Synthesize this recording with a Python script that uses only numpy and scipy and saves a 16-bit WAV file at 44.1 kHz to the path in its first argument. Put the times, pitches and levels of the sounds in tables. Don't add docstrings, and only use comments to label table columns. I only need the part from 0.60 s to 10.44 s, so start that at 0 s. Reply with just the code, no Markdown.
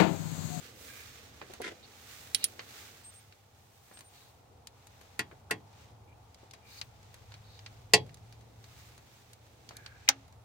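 import sys
import numpy as np
from scipy import signal
from scipy.fft import rfft, irfft
from scipy.io import wavfile

SR = 44100
rng = np.random.default_rng(int(sys.argv[2]) if len(sys.argv) > 2 else 0)


def dump(signal):
    limited = np.clip(np.atleast_2d(signal).T, -1, 1)
    pcm = np.round(limited * 32767).astype(np.int16)
    wavfile.write(sys.argv[1], SR, pcm)


N = 433944
LEAD = 256
TIME = np.arange(N) / SR
AGE = (np.arange(24000) - LEAD) / SR


def amp(db):
    return 10 ** (np.asarray(db) / 20)


def unit(x):
    return x / np.sqrt(np.mean(x ** 2) + 1e-20)


def read(points, hz):
    f, value = np.transpose(points)
    return np.interp(np.log(hz + 1), np.log(f + 1), value)


def curves(rows):
    s, *columns = np.transpose(rows)
    return [np.interp(TIME, s, c) for c in columns]


def add(mix, s, sound):
    part = mix[:, max(round(s * SR) - LEAD, 0):][:, :sound.shape[-1]]
    part += sound[..., :part.shape[1]]


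def likeness(hz):
    return .95 / (1 + (hz / 500) ** 2)


def noise(colour, size, lo_hz=20, hi_hz=20000):
    hz = np.fft.rfftfreq(size, 1 / SR)
    a, b = rng.standard_normal((2, len(hz))) + 1j * rng.standard_normal((2, len(hz)))
    same = likeness(hz)
    pair = np.array([a, same * a + np.sqrt(1 - same ** 2) * b])
    low_edge, high_edge = 1 + (lo_hz / (hz + 1)) ** 10, 1 + (hz / hi_hz) ** 10
    edges = 1 / np.sqrt(low_edge * high_edge)
    return unit(irfft(pair * amp(read(colour, hz)) * edges, size))


def wander(per_s):
    knots = rng.standard_normal(N // 20)
    return unit(np.interp(TIME * per_s, np.arange(len(knots)), knots))


def fade(t60, rise):
    t = np.maximum(AGE, 0)
    return (1 - np.exp(-t / rise)) * np.exp(-np.log(1000) * t / t60)


# frequency in Hz, decay time t60 in seconds.
SPACE_T60 = [(100, 0.69), (350, 0.3), (900, .13), (2000, 0.15), (5000, 0.087), (10000, 0.061),
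             (16000, 0.05)]


def strike(modes, clang, mode_db, crack_db, rise, length=0.95, damping=1.):
    dense = noise(clang, len(AGE), lo_hz=65)
    hz, spectrum = np.fft.rfftfreq(len(AGE), 1 / SR), rfft(dense)
    centres, t60s = np.transpose(SPACE_T60)
    out = amp(crack_db) * dense * fade(0.014, rise / 2)
    for share, t60 in zip(np.eye(len(centres)), t60s):
        band = irfft(spectrum * read(np.c_[centres, share], hz))
        out += band * fade(t60 * length, rise)
    ring = np.zeros_like(out)
    for f, db, t60 in modes:
        lag = (1 - likeness(f / 2)) * rng.uniform(-1.4, 1.9, (2, 1))
        phase = 2 * np.pi * rng.random() + lag
        envelope = fade(t60 / damping, rise + 0.62 / f)
        ring += amp(db) * np.sin(2 * np.pi * f * AGE + phase) * envelope
    return out + amp(mode_db) * ring


def voiced(sound, centres, levels_db, seconds):
    hz, spectrum = np.fft.rfftfreq(len(AGE), 1 / SR), rfft(sound)
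    shares = np.array([read(np.c_[centres, row], hz) for row in np.eye(len(centres))])
    early = rfft(sound * (AGE < seconds))
    power = 2 * (abs(early) ** 2).mean(0) / (len(AGE) * seconds * SR)
    gain = np.ones(len(hz))
    for _ in range(2):
        now_db = 10 * np.log10(shares ** 2 @ (power * gain ** 2) + 1e-20)
        gain = gain * amp(read(np.c_[centres, np.array(levels_db) - now_db], hz))
    return irfft(spectrum * gain)


def panned(sound, left_db):
    return np.array([sound[0] * amp(left_db / 2), sound[1] * amp(-left_db / 2)])


BLOW_BANDS_HZ = [170, 290, 450, 850, 1400, 2200, 5000, 11000]
# start in seconds, target level in dB in each of the eight
# BLOW_BANDS_HZ, contact crack in dB against the clang.
COVER_KNOCKS = [(4.592, -50, -49.5, -49.5, -48.5, -41.5, -36.5, -41.5, -43, 9),
                (4.9091, -49.5, -47, -41.5, -43.5, -41, -35, -42.5, -42, 7.5),
                (7.335, -35.5, -40, -26.5, -29.5, -36, -23, -21.5, -28.5, -1.5)]
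# frequency in Hz, relative level in dB, t60 in seconds before damping.
COVER_MODES = [(123, -16, .18), (186, -22, .26), (307, -18, .21), (371, -16, .15), (432, -4, .145),
               (704, -9, .11), (850, -13, .15), (980, -22, .18), (1074, -11, .13), (1430, -6, .07),
               (1620, -10, .07), (1763, -3, .08), (1875, -5, .1), (1942, 1.5, .085), (2145, -4, .085),
               (2358, -8, .07), (2484, -6, .08), (2637, -1, .08), (2730, -4, .08), (2843, -4, .075),
               (3060, -6, .07), (3314, -15, .18), (4135, -5, .065), (4346, -7, .07), (4584, 3, .065),
               (4700, -21, .18), (4858, -4, .065), (4975, -5, .07), (5308, -10, .075), (6056, -9, .055),
               (7070, -9, .06), (8200, -12, .056)]
# frequency in Hz, relative level in dB.
COVER_DENSE = [(60, -22), (120, -7.5), (240, -9.5), (430, -4), (570, -5.5), (850, 0), (1400, -12.5),
               (1900, -3.5), (2800, -3.5), (3500, -1), (4700, 2.5), (9000, -14), (10500, -18.5),
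               (16000, -32)]


def knocks():
    out = np.zeros((2, N))
    for s, *levels_db, crack_db in COVER_KNOCKS:
        blow = strike(COVER_MODES, COVER_DENSE, mode_db=1.5, crack_db=crack_db, rise=.0016, damping=1.08)
        add(out, s, voiced(blow, BLOW_BANDS_HZ, levels_db, seconds=0.036))
    return out


# start in seconds, target level in dB in each of the eight
# BLOW_BANDS_HZ, contact crack in dB against the clang.
BLOCK_LANDINGS = [(9.4885, -63, -49, -48, -36, -37, -28.5, -23.5, -28, 14)]
# frequency in Hz, relative level in dB, t60 in seconds before damping.
BLOCK_MODES = [(272, -13.5, .55), (431, -17, .25), (829, -4, .11), (1825, -10, .08), (2137, -6, .07),
               (2277, -12, .07), (2568, -10, .075), (3725, -5, .06), (4829, -5, .06), (5028, -4, .048),
               (5647, 2, .05), (6132, -4, .06), (6433, -3, .055), (6654, -6, .055), (6988, -9, .06),
               (7752, -12, .06), (10250, -5, .06)]
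# frequency in Hz, relative level in dB.
BLOCK_DENSE = [(100, -21), (450, -7), (850, 1), (1000, -8.5), (1400, -11), (2200, -12), (4300, -8),
               (6200, 1), (7800, -13), (10500, -17), (13000, -19), (16000, -9.5)]


def landing():
    out = np.zeros((2, N))
    for s, *levels_db, crack_db in BLOCK_LANDINGS:
        blow = strike(BLOCK_MODES, BLOCK_DENSE, mode_db=-1.0, crack_db=crack_db, rise=0.0004,
                      length=0.8, damping=1.38)
        add(out, s, voiced(blow, BLOW_BANDS_HZ, levels_db, seconds=0.034))
    return out


LIGHT_BANDS_HZ = [600, 2000, 5000, 11000]
# start in seconds, relative level in dB in each of the four
# LIGHT_BANDS_HZ, contact crack in dB against the clang.
SOCKET_CLINKS = [(1.7467, -66, -39.5, -32.5, -31.5, 11), (1.8414, -63, -44, -35, -29.5, 11)]
# frequency in Hz, relative level in dB, t60 in seconds before damping.
SOCKET_MODES = [(3208, -10, .069), (3892, -5, .045), (4081, -11, .056), (4425, -4, .04), (5324, -11, .045),
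                (5486, -10, .04), (6019, -11, .05), (9615, 1, .052), (9981, -12, .07), (10271, -15, .07)]
# frequency in Hz, relative level in dB.
SOCKET_DENSE = [(100, -49.5), (1000, -32), (2000, -11.5), (4000, 3.5), (6800, -4), (8700, -2), (9700, 7.5),
                (10600, -2), (11400, -24.5), (13000, -7.5), (16000, -17.5)]


def clinks():
    out = np.zeros((2, N))
    for s, *levels_db, crack_db in SOCKET_CLINKS:
        blow = strike(SOCKET_MODES, SOCKET_DENSE, mode_db=3, crack_db=crack_db, rise=.0004,
                      length=.7, damping=1.1)
        add(out, s, voiced(blow, LIGHT_BANDS_HZ, levels_db, seconds=0.031))
    late = np.interp(TIME - .0005, TIME, out[1])
    same = .55
    left = same * late + np.sqrt(1 - same ** 2) * out[0]
    return panned(np.array([left, out[1]]), left_db=-6.5) * amp(-0.6)


# frequency in Hz, relative level in dB, t60 in seconds before damping.
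RATCHET_MODES = [(1660, -3, .06), (2400, -1, .07), (2830, -8, .06), (3900, -2, .06), (4350, -1, .06),
                 (4780, -5, .05), (6350, -2, .05), (7200, -7, .05), (10100, -7, .04)]
# frequency in Hz, relative level in dB.
RATCHET_DENSE = [(100, -12), (500, -2.5), (2000, 10), (5000, -3.5), (9000, -4.5), (16000, -13.5)]
TICK_T60_S, TICK_PIVOT_HZ = 0.095, 5230
TICK_SHORTENING = 0.099


def tick(db, tilt_db, cut_hz):
    hz = np.array(LIGHT_BANDS_HZ)
    length = TICK_T60_S * np.exp(-TICK_SHORTENING * tilt_db) / read(SPACE_T60, TICK_PIVOT_HZ)
    softness_db = 10 * np.log10(1 + (hz / cut_hz) ** 8)
    levels_db = db + tilt_db * np.log2(hz / TICK_PIVOT_HZ) - softness_db
    blow = strike(RATCHET_MODES, RATCHET_DENSE, mode_db=-6, crack_db=9, rise=0.0005,
                  length=length, damping=0.72 / length)
    return voiced(blow, LIGHT_BANDS_HZ, levels_db, seconds=0.031)


# start in seconds, relative level in dB, tilt in dB per octave, contact cut-off in Hz.
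TOUCHES = [(0.815, -51, 0.5, 3680), (.936, -58, -0.5, 14000), (1.017, -55.5, 3, 15000),
           (1.993, -46, 2, 4700), (2.724, -62.5, 3, 4990), (3.313, -69.5, -3, 3790), (3.372, -60, 3, 5200),
           (3.39, -63, 2, 10000), (3.407, -62, 1, 11000), (4.071, -53.5, 7, 7750), (4.27, -65, 4, 10000),
           (4.412, -67.5, -1, 13000), (4.713, -59.5, 1, 3210), (5.745, -62.5, 8, 6500),
           (5.91, -57.5, 9, 5800), (5.936, -59, 1, 9000), (6.214, -40.5, 7, 5080), (6.542, -62.5, 1, 11040),
           (6.72, -60.5, 2, 5800), (6.74, -58, 2.5, 6000), (6.991, -58.5, 4.5, 5800),
           (7.062, -48, 5.5, 4700), (7.493, -56, 7, 3400), (7.543, -61, 7.5, 8000), (7.725, -63.5, 4, 7480),
           (8.041, -61.5, 4, 6200), (8.378, -65.5, 1, 10000), (8.732, -62, 5.5, 8970),
           (9.09, -53.5, 6.5, 6800), (9.108, -63.5, -2.5, 6000), (9.168, -55, 9, 8060),
           (9.262, -49.5, 5, 5300)]
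# time in seconds, left minus right in dB.
TOOL_PLACE = [(.8, -3.5), (2, -2.5), (4.1, 2.5), (6.2, 2.5), (7.1, -1), (9.3, -.5)]
PLAY_FROM_S, PLAY_DB, PLAY_SPREAD_DB = 3.8, -72.5, 3.5
PLAY_TILT_DB, PLAY_CUT_HZ = 1.5, 9400


def ticks(count=10):
    out = np.zeros((2, N))
    for s, *touch in TOUCHES:
        add(out, s, tick(*touch))
    for when, force in rng.random((count, 2)):
        s = PLAY_FROM_S + when * (TIME[-1] - PLAY_FROM_S)
        db = PLAY_DB + PLAY_SPREAD_DB * (2 * force - 1)
        add(out, s, tick(db, PLAY_TILT_DB, PLAY_CUT_HZ))
    return panned(out, *curves(TOOL_PLACE))


# start in seconds, end in seconds, level in dB reached before the closing
# fade, swell in dB over the slide, most excited frequency in Hz.
STEEL_SCRAPES = [(0.26, 0.45, -57, -1, 1970), (1.225, 1.263, -56.5, 1, 3930),
                 (1.769, 1.847, -42.5, 18.5, 3700), (3.517, 3.722, -69.5, -4, 4300),
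                 (4.898, 4.91, -46, 6, 1200), (5.469, 5.54, -67, 4, 2500), (6.003, 6.197, -62, 5, 2500),
                 (6.058, 6.211, -52.5, 11.5, 5040), (6.83, 6.994, -57.5, 11, 4420),
                 (9.132, 9.471, -67, -11, 1670), (9.477, 9.494, -35, 3, 2600)]


def scrapes():
    out = np.zeros((2, N))
    for start, end, db, swell_db, focus_hz in STEEL_SCRAPES:
        size = max(round((end - start) * SR), LEAD)
        hz = np.fft.rfftfreq(size, 1 / SR)
        slips = noise(RATCHET_DENSE, size) * amp(2.2 * wander(360)[:size])
        modes = sum(amp(mode_db) / (1 + 2j * (hz - f) / 140) for f, mode_db, _ in RATCHET_MODES)
        focus = np.exp(-(np.log2((hz + 1) / focus_hz) / .5) ** 2)
        rub = unit(irfft(rfft(slips) * (abs(modes) + 0.036) * focus, size))
        swell = amp(db + np.linspace(-swell_db, 0, size))
        add(out, start + LEAD / SR, rub * swell * signal.windows.tukey(size, .25))
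    return panned(out, *curves(TOOL_PLACE))


# start in seconds, relative level in dB.
FLOOR_BUMPS = [(0.817, -53), (0.898, -53), (1.001, -44), (1.077, -50.5), (1.115, -53.5), (1.982, -64),
               (4.72, -58), (5.83, -60), (9.108, -77)]


def bumps():
    out = np.zeros((2, N))
    for s, db in FLOOR_BUMPS:
        thud = noise([(100, -12), (230, -11.5), (340, 10.0), (560, 7.5), (900, -5), (3000, -41)], len(AGE))
        add(out, s, amp(db + 9.0) * thud * fade(0.098, 0.00081))
    return out


# time in seconds, level in dB.
FLOOR_DRAG = [(1.0, -61), (1.018, -48.5), (1.042, -38.5), (1.08, -37.5), (1.094, -46.5), (1.105, -53),
              (1.12, -48.5), (1.15, -72)]
# frequency in Hz, relative level in dB.
FLOOR_DRAG_COLOUR = [(120, -46), (200, -11), (329, -1), (787, -16), (888, -29), (1020, -4), (1090, -35),
                     (1320, -6), (1890, -6.5), (2060, 1.5), (2240, -9.5), (3560, -11), (3870, -14.5),
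                     (7560, -23.5), (12000, -34), (15600, -66), (22000, -120)]


def drag():
    level_db, = curves(FLOOR_DRAG)
    sliding = (TIME > FLOOR_DRAG[0][0]) & (TIME < FLOOR_DRAG[-1][0])
    slips = unit(amp(2.5 * wander(300)))
    return sliding * amp(level_db) * noise(FLOOR_DRAG_COLOUR, N) * slips


# time of fastest motion in seconds, length at half power
# in seconds, relative level in dB, brightness in dB.
ARM_STROKES = [(0.016, 0.17, -57.5, -0.5), (0.3, 0.2, -56.5, 5), (.53, 0.24, -58.5, -1), (1.0, 1, -64, -3),
               (1.533, 0.22, -56.5, 3), (1.777, 0.23, -58, 3.5), (2.156, 0.22, -56.5, 1),
               (2.429, 0.38, -65.5, 2), (3.28, 0.41, -70.5, 5.5), (3.608, 0.17, -67.5, 3.5),
               (4.455, 0.35, -69, -1.5), (5.22, 0.14, -68, -5), (5.882, .2, -70.5, -7),
               (6.16, 0.11, -61.5, 3.5), (6.521, 0.37, -69, -4), (7.055, 0.39, -68, -2.5),
               (7.583, 0.39, -71.5, -3), (8.199, 0.24, -62.5, 0), (8.58, 0.18, -65.5, 0),
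               (9.104, 0.41, -68.5, -1), (9.485, 0.2, -67, -9)]
# frequency in Hz, relative level in dB.
NYLON_COLOUR = [(470, -38.5), (800, -5.5), (965, -1.5), (1140, 5), (1300, -1.5), (1700, -5), (2150, -4.5),
                (2350, -4.5), (2980, -4.5), (3600, -2.5), (4860, -6), (6330, -6), (11300, -16),
                (15000, -9.5), (16000, -13.5)]
# time in seconds, left minus right in dB.
ARM_PLACE = [(0, -4), (1.6, -3.5), (2.9, -2.5), (3.4, -.5), (6.2, 0), (9.84, -2)]
RESTING_DB = -76.5
BODY_DB, SWISH_DB, FIZZ_DB = .5, 1, -2
BODY_LOSS = 0.15
CATCH_DB, CATCHES_PER_S = 1.0, 14


def sleeve():
    power, lit = np.full(N, amp(RESTING_DB) ** 2), np.zeros(N)
    for s, seconds, db, bright_db in ARM_STROKES:
        stroke = amp(db) ** 2 * .5 ** ((2 * (TIME - s) / seconds) ** 2)
        power, lit = power + stroke, lit + stroke * bright_db
    bright_db = lit / power
    left_db, = curves(ARM_PLACE)
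    weave_db = .9 * wander(400) + .6 * wander(45)
    grain = unit(amp(weave_db + CATCH_DB * wander(CATCHES_PER_S)))
    body = amp(BODY_DB - BODY_LOSS * bright_db) * noise(NYLON_COLOUR, N, lo_hz=1400, hi_hz=2960)
    swish = amp(SWISH_DB) * noise(NYLON_COLOUR, N, lo_hz=3340, hi_hz=8200)
    fizz = amp(FIZZ_DB + bright_db) * noise(NYLON_COLOUR, N, lo_hz=7660)
    return panned(np.sqrt(power) * grain * (body + swish + fizz), left_db)


# start in seconds, length in seconds, start, middle and end pitch in Hz about which
# the note wavers, level in dB.
BIRD_NOTES = [(2.434, 0.08, 8400, 8480, 8700, -51.5), (2.528, 0.079, 8700, 8570, 8900, -57.5),
              (3.326, 0.088, 8650, 8530, 8540, -58.5), (3.437, 0.061, 8950, 8800, 9000, -61.5)]


def bird():
    out, waver = np.zeros((2, N)), wander(260)
    for s, seconds, start_hz, middle_hz, end_hz, db in BIRD_NOTES:
        u = np.linspace(0, 1, round(seconds * SR))
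        hz = np.polyval(np.polyfit([0, .5, 1], [start_hz, middle_hz, end_hz], 2), u)
        hz = hz * (1 + 0.011 * waver[round(s * SR):][:len(u)])
        phase = 2 * np.pi * np.cumsum(hz) / SR + np.array([[0], [1]])
        note = np.sin(phase) * signal.windows.tukey(len(u), .45)
        add(out, s + LEAD / SR, np.sqrt(2) * amp(db) * note)
    return out


# time in seconds, relative levels in dB of rumble, road wash and tyre hiss.
STREET_LEVELS = [(0, -59.5, -60.5, -68), (2.15, -64.5, -63, -64.5), (2.8, -64.5, -72.5, -70.5),
                 (3.5, -64.5, -69, -66.5), (5.1, -59.5, -66, -63.5), (5.7, -62.5, -69, -65),
                 (7.3, -57.5, -64.5, -65), (8.7, -61, -66, -68), (9.84, -59.5, -67, -65.5)]
# frequency in Hz, relative level in dB.
OUTSIDE_COLOUR = [(15, -49), (25, -25), (49, -15), (80, -4), (102, -5.5), (121, -5), (154, -15.5),
                  (248, -16.5), (344, -20), (476, -15), (555, -19.5), (838, -16), (994, -22.5), (1500, -21),
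                  (1950, -57.5), (3300, -120)]
# time in seconds, mean pitch in Hz, relative level in dB.
ENGINE_HUM = [(0, 94, -76.5), (2.5, 101, -65), (4.6, 96, -67), (5.2, 110, -60.5), (6.35, 103, -62.5),
              (6.8, 103, -52.5), (7.9, 113, -59), (9.84, 111, -59.5)]
SWELLS_PER_S, RUMBLE_SWELL_DB, WASH_SWELL_DB = 4.3, 1.1, 1.28


def street():
    rumble_db, wash_db, tyres_db = curves(STREET_LEVELS)
    hz, hum_db = curves(ENGINE_HUM)
    rumble_gain = amp(rumble_db + RUMBLE_SWELL_DB * wander(SWELLS_PER_S))
    rumble = rumble_gain * noise(OUTSIDE_COLOUR, N, hi_hz=189)
    wash_gain = amp(wash_db - 0.5 + WASH_SWELL_DB * wander(SWELLS_PER_S))
    wash = wash_gain * noise(OUTSIDE_COLOUR, N, lo_hz=203, hi_hz=610)
    tyres = amp(tyres_db) * noise(OUTSIDE_COLOUR, N, lo_hz=635, hi_hz=1140)
    turns = np.cumsum(hz * (1 + 0.018 * wander(14))) / SR
    hum = np.sqrt(2) * amp(hum_db - 4 + 2.2 * wander(10.0)) * np.sin(2 * np.pi * turns)
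    return panned(rumble + wash + tyres + hum, left_db=0.24)


def hiss():
    return amp(-73) * noise([(500, 0), (1500, 0), (3000, -3), (8000, -9), (16000, -14)], N, lo_hz=900)


def scene():
    tool = knocks() + landing() + clinks() + ticks() + scrapes() + bumps() + drag()
    return tool + sleeve() + bird() + street() + hiss()


LOW_CUT_HZ = 34


def record(dry):
    thinned = signal.lfilter(*signal.butter(2, LOW_CUT_HZ, "high", fs=SR), dry)
    low_pass = signal.firwin(511, 16000, window=("kaiser", 9), fs=SR)
    return signal.oaconvolve(np.clip(thinned, -1, 1), low_pass[None], "same", axes=1)


dry = scene()
out = record(dry)
dump(out)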